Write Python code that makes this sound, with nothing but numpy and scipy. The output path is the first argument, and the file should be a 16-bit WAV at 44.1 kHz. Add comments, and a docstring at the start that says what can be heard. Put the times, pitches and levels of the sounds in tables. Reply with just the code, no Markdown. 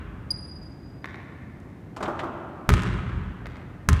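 """A large, echoing gym during shooting practice. A shoe squeaks by stick-slip friction, and the player
jumps and lands. The ball rattles through rim and net, then strikes the sprung wooden floor twice close
by: its skin slaps, the floor's modes boom and the air modes inside it ping. The reverberation of an
earlier bounce is still decaying at the start, over the rumble of the ventilation."""
import sys
import numpy as np
from scipy import signal
from scipy.fft import rfft, irfft, next_fast_len
from scipy.io import wavfile

SR = 44100
rng = np.random.default_rng(int(sys.argv[2]) if len(sys.argv) > 2 else 0)


def dump(signal):
    """Clip the signal to [-1, 1] and save it as 16-bit WAV at the path in sys.argv[1]."""
    limited = np.clip(np.atleast_2d(signal).T, -1, 1)
    pcm = np.round(limited * 32767).astype(np.int16)
    wavfile.write(sys.argv[1], SR, pcm)


N = 176400


# bounces: t/s, level/dB, spot (0 by the wall, 1 on the court), treble/dB, relative hall level/dB
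BALL_IMPACTS = [(2.6918, 0, 0.06, -0.5, 1), (3.8888, 0, 0.5, 6, -3)]
# wall echoes of the bounces: arrival t/s, level/dB
ECHO_ARRIVALS = [(2.7038, -14), (2.732, -22), (2.739, -9), (2.8218, -21.5), (2.8349, -18.5), (2.943, -34.5),
                 (3.9007, -26.5), (3.9309, -17.5)]
def bounces():
    """Superposition: each bounce is heard as direct sound, nearby scatter, echoes and reverberation."""
    earlier = hall(impact(spot=.1, treble_db=-10), build_s=.073)
    out = amp(-1.5) * at(earlier, -.62)  # only its tail falls within the scene
    for s, db, spot, treble_db, hall_db in BALL_IMPACTS:
        onset = s - FLOOR_LEAD_S
        direct = at(amp(db) * impact(spot, treble_db), onset)
        scatter = colour(rng.standard_normal(N) * fade(clock(), .0333), SKIN_SPECTRUM, treble_db)
        near = direct + at(amp(db - 27) * scatter, s)
        walls = [(when - s, echo_db) for when, echo_db in ECHO_ARRIVALS if 0 < when - s < 1]
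        tail = amp(db + hall_db) * at(hall(impact(spot, treble_db=-3.5), build_s=.00745), onset)
        out += near + echoes(near, walls) + tail + bass_returns(direct)
    return out


# slap of the ball's skin: f/Hz, level/dB
SKIN_SPECTRUM = [(40, 7), (180, 20.5), (400, 14), (650, 10.5), (1000, 19), (1450, 19.5), (2100, 14),
                 (3100, 9), (4400, 5.5), (7400, 3.5), (10000, -2), (15000, -10)]
# air modes inside the ball: f/Hz, level/dB, T60/s
CAVITY_MODES = [(1047.4, -35.5, 0.43), (1134.4, -42, 0.49), (1257.3, -35.5, 0.515), (1506, -42, 0.27),
                (1827, -40, .5), (1917, -44, .3), (2133, -52, 0.37), (2719, -55, .5), (3219, -49, 0.54)]
FLOOR_LEAD_S = .002969  # the boom begins this long before the slap
def impact(spot, treble_db):
    """Impulse excitation: the skin slaps twice within a moment, the cavity pings and the floor booms."""
    force = impulse(0) + amp(-18.5) * impulse(.0018)
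    slap = colour(force, SKIN_SPECTRUM, treble_db)
    ping = ring(CAVITY_MODES, scatter_db=0)
    return at(ping - slap, FLOOR_LEAD_S) - floor_boom(spot)


# sprung floor modes: f/Hz, level by the wall/dB, level on the court/dB, T60/s
FLOOR_MODES = [(52.83, -15, -29, .24), (78.01, -15, -8.5, 0.191), (97.28, -19.5, -16, 0.24),
               (116.12, -14, -18, 0.1525), (139.7, -17.5, -17.5, 0.094), (171.78, -15.5, -20, 0.0458),
               (263.2, -28, -29.5, 0.19), (354.3, -28, -35.5, 0.144), (408.56, -26.5, -30, 0.1563)]
def floor_boom(spot, rise_s=.0063, hold_cycles=3.622):
    """Plate vibration: the spot struck sets the level of each mode, which holds briefly, then decays."""
    t, boom = clock()[:SR], np.zeros(SR)
    for hz, wall_db, court_db, t60 in FLOOR_MODES:
        decay = fade(np.maximum(t - hold_cycles / hz, 0), t60)
        boom += amp(wall_db + spot * (court_db - wall_db)) * decay * np.sin(2 * np.pi * hz * t)
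    return at(boom * (1 - np.exp(-t / rise_s)), 0)


# contacts with the hoop: t/s, knock level/dB, net level/dB, net treble/dB
HOOP_CONTACTS = [(1.963, -9, -8, 1.5), (2.004, -2, -14, -6), (2.026, 0, -1, -1.5), (2.054, -7, -4, -15),
                 (2.078, 1, -14.5, -11), (2.191, -5, 0, -9.5), (2.231, -2.5, -18.5, -4)]
# rim and backboard modes: f/Hz, level/dB, T60/s
HOOP_MODES = [(330.3, -36, 0.68), (542.7, -41.5, 0.53), (600.5, -45.5, 0.45), (683.3, -42.5, 0.34),
              (852.4, -48, 0.77), (848, -47, 0.64), (1188, -35, 0.297), (1330, -41.5, 0.33),
              (2530, -63.5, 0.58), (2640, -70, .8)]
# backboard rattle and net swish: f/Hz, level/dB
BOARD_SPECTRUM = [(80, -13), (220, -4.5), (330, 1), (450, -4.5), (620, 1.5), (1250, -3), (1800, -16.5),
                  (3000, -36.5), (6000, -39.5), (15000, -53.5)]
NET_SPECTRUM = [(300, -32.5), (1200, -2.5), (1800, 3.5), (2700, 1), (3600, -2.5), (4500, -6.5), (7500, -9),
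                (10000, -20), (15000, -30)]
def hoop():
    """Damped free vibration: each contact rings rim and board, whips the net and excites the hall."""
    t, out = clock(), np.zeros(N)
    for s, knock_db, net_db, treble_db in HOOP_CONTACTS:
        rattle = amp(-25.5) * noise(BOARD_SPECTRUM) * fade(t, .195)
        clang = amp(-6) * ring(HOOP_MODES, scatter_db=1.5)
        knock = amp(knock_db) * (rattle + clang) * (1 - np.exp(-t / .0015))
        swish_envelope = fade(t, .0661) * (1 - np.exp(-t / .003))
        swish = amp(net_db - 29) * noise(NET_SPECTRUM, treble_db) * swish_envelope
        snap = amp(net_db - 6) * colour(impulse(0), NET_SPECTRUM, treble_db)
        tail = hall(amp(1.5) * knock + snap, build_s=.0099)
        out += at(knock + swish + tail, s)
    return out


# shoes meeting the floor: t/s, level/dB, treble/dB
FOOTFALLS = [(0.631, -18, 8), (1.0439, 6.5, -10), (1.0571, 2, 0), (1.602, -22, 14), (3.458, 2, -7),
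             (3.4685, -1, 2)]
# slap of a sole: f/Hz, level/dB
SOLE_SPECTRUM = [(60, -9), (250, 0), (550, 2), (850, -1), (1200, 2), (1600, -1), (2000, 3), (2600, -8),
                 (5000, -15.5), (9000, -27.5), (15000, -33)]
# wall echoes of the shoes: delay t/s, level/dB
STEP_ECHOES = [(.031, -12.5), (.043, -16), (.051, -12.5), (.086, -19), (.1, -8)]
def steps():
    """Impact noise: a scuff at take-off, and two soles slapping down in turn at each landing."""
    out = np.zeros(N)
    for s, db, treble_db in FOOTFALLS:
        force = impulse(0) + amp(-20.5) * rng.standard_normal(N) * fade(clock(), .0262)
        out += at(amp(db - 8.5) * colour(force, SOLE_SPECTRUM, treble_db), s)
    return out + echoes(out, STEP_ECHOES) + amp(2) * hall(out, build_s=.0383)


# squeak harmonics from the fundamental up: level/dB
SQUEAK_HARMONICS = [-1, -18.5, -33]
# rubber dragging: f/Hz, level/dB
DRAG_SPECTRUM = [(1500, -27), (3700, -11), (4600, 6), (5200, -6.5), (6500, -18), (15000, -35.5)]
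def squeak(start_s=.305, full_grip_hz=4887, drop_hz=170):
    """Stick-slip oscillation: a rubber sole chirps once, lower in pitch while it grips lightly."""
    t = clock()
    rise_s, release_at_s, fall_s = .002, .00801, .01014
    grip = np.clip(np.minimum(t / rise_s, 1 - (t - release_at_s) / fall_s), 0, 1)
    phase = 2 * np.pi * np.cumsum(full_grip_hz - drop_hz * (1 - grip) ** 2) / SR
    tone = sum(amp(db) * np.sin(k * phase) for k, db in enumerate(SQUEAK_HARMONICS, 1))
    drag = amp(-26.5) * noise(DRAG_SPECTRUM)
    chirp = at(amp(-18) * grip * (tone + drag), start_s)
    return chirp + amp(-1.5) * hall(chirp, build_s=.011)


# reflection from a wall: f/Hz, level/dB
WALL_RESPONSE = [(100, -12), (400, 0.5), (3000, 0), (8000, 0), (12000, -6), (15500, -6)]
def echoes(x, walls):
    """Specular reflection: walls return delayed copies, thin in the bass and dull at the top."""
    reflected = colour(x, WALL_RESPONSE)
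    return sum(amp(db) * at(reflected, s) for s, db in walls)


# returns of the boom: delay t/s, level/dB
FAR_END_RETURNS = [(.2, -21), (.345, -18), (.44, -15), (.485, -16)]
def bass_returns(x, cutoff_hz=294):
    """Long-path reflection: the low boom comes back from the far end of the hall."""
    bass = signal.sosfilt(signal.butter(2, cutoff_hz, fs=SR, output='sos'), x)
    return sum(amp(db) * at(bass, delay) for delay, db in FAR_END_RETURNS)


# reverberation time: f/Hz, T60/s
REVERB_TIMES = [(60, 3.51), (250, 2), (600, 2.49), (1300, 2.7262), (2700, 2), (5000, 1.2875),
                (9000, 1.1829), (15000, 0.03)]
# reverberant spectrum: f/Hz, level/dB
REVERB_SPECTRUM = [(55, -11.5), (130, -3.5), (260, 2), (500, -2.5), (1300, -2.5), (3000, -2), (5000, -8.5),
                   (8000, -9.5), (11000, -11.5), (15000, -14.5)]
def hall(x, build_s):
    """Reverberation: the tail is uneven at first, then diffuse; each band decays at its own rate."""
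    t = clock()[:SR * 5 // 2]
    lumps = np.interp(t, np.linspace(0, t[-1], num=1500), rng.standard_normal(size=1500))
    reflections = rng.standard_normal(len(t)) * amp(4.2 * lumps * fade(t, 3.5))
    hz, frame_t, bands = signal.stft(reflections, SR, nperseg=512)
    envelope = fade(frame_t, along(REVERB_TIMES, hz)[:, None]) * (1 - np.exp(-frame_t / build_s))
    energy = np.sum(envelope ** 2, axis=1, keepdims=True) * frame_t[1] * SR
    envelope *= amp(along(REVERB_SPECTRUM, hz))[:, None] / np.sqrt(energy)
    response = signal.istft(bands * envelope, SR)[1]
    return signal.fftconvolve(x, response)[:N]


# ventilation rumble: f/Hz, level/dB
VENT_SPECTRUM = [(20, -25), (36, -13.5), (58, -6.5), (90, 0), (130, -1), (200, -6), (310, -7.5), (460, -19),
                 (700, -20.5), (1200, -28), (2000, -32.5), (3200, -43.5), (5000, -48.5), (9000, -53.5),
                 (15500, -58)]
def ventilation():
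    """Stationary broadband noise: the ventilation rumbles steadily, strongest in the bass."""
    return amp(-42) * noise(VENT_SPECTRUM)


def amp(db):
    """Decibel law: level to amplitude ratio."""
    return 10 ** (np.asarray(db) / 20)


def along(points, hz):
    """Interpolation of (f/Hz, value) points on a logarithmic frequency axis."""
    f, v = np.transpose(points)
    return np.interp(np.log(hz + 1), np.log(f + 1), v)


def clock():
    """Uniform sampling: t/s since a sound began."""
    return np.arange(N) / SR


def fade(t, t60):
    """Exponential decay, by 60 dB in t60 seconds."""
    return np.exp(-np.log(1000) * t / np.maximum(t60, 1e-4))


def at(x, s):
    """Time shift: x starts at s seconds, padded or cut to N samples."""
    k = int(round(s * SR))
    return np.pad(x, (max(k, 0), N))[max(-k, 0):][:N]


def impulse(s):
    """Unit impulse at s seconds."""
    return at(np.ones(1), s)


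def colour(x, points, treble_db=0):
    """Minimum-phase filtering through (f/Hz, level/dB) points, with a treble shelf."""
    hz = np.fft.rfftfreq(4096, 1 / SR)
    shelf = along([(3500, 0), (6000, 1)], hz)
    cepstrum = irfft(np.log(amp(along(points, hz) + treble_db * shelf)))
    half = len(cepstrum) // 2
    cepstrum[1:half] *= 2  # folding onto positive time makes the filter causal
    cepstrum[half + 1:] = 0
    return signal.oaconvolve(x, irfft(np.exp(rfft(cepstrum))))[:N]


def noise(points, treble_db=0):
    """Spectral shaping: coloured noise of rms 1."""
    x = colour(rng.standard_normal(N), points, treble_db)
    return x / np.sqrt(np.mean(x ** 2) + 1e-20)


def ring(modes, scatter_db):
    """Modal superposition: damped sinusoids of random phase, their levels spread by scatter_db."""
    t, out = clock()[:SR], np.zeros(SR)
    for hz, db, t60 in modes:
        envelope = amp(db + scatter_db * rng.normal()) * fade(t, t60)
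        out += envelope * np.sin(2 * np.pi * (hz * t + rng.random()))
    return at(out, 0)


def scene():
    """Linear superposition: the pressures of all sources add in one channel."""
    return (bounces() + hoop() + steps() + squeak() + ventilation())[None]


def record(dry):
    """Band limiting and saturation: the microphone loses deep bass, clips, then cuts the top treble."""
    low_cut_hz, top_hz = 31.8, 15400
    size = next_fast_len(N + SR // 2)
    hz = np.fft.rfftfreq(size, 1 / SR)
    high_pass = 1 - np.exp(-(hz / low_cut_hz) ** 4)
    low_pass = 1 / np.sqrt(1 + (hz / top_hz) ** 120)
    x = irfft(rfft(dry, size) * high_pass, size)[..., :N]
    return irfft(rfft(np.clip(x, -1, 1), size) * low_pass, size)[..., :N]


dry = scene()
out = record(dry)
dump(out)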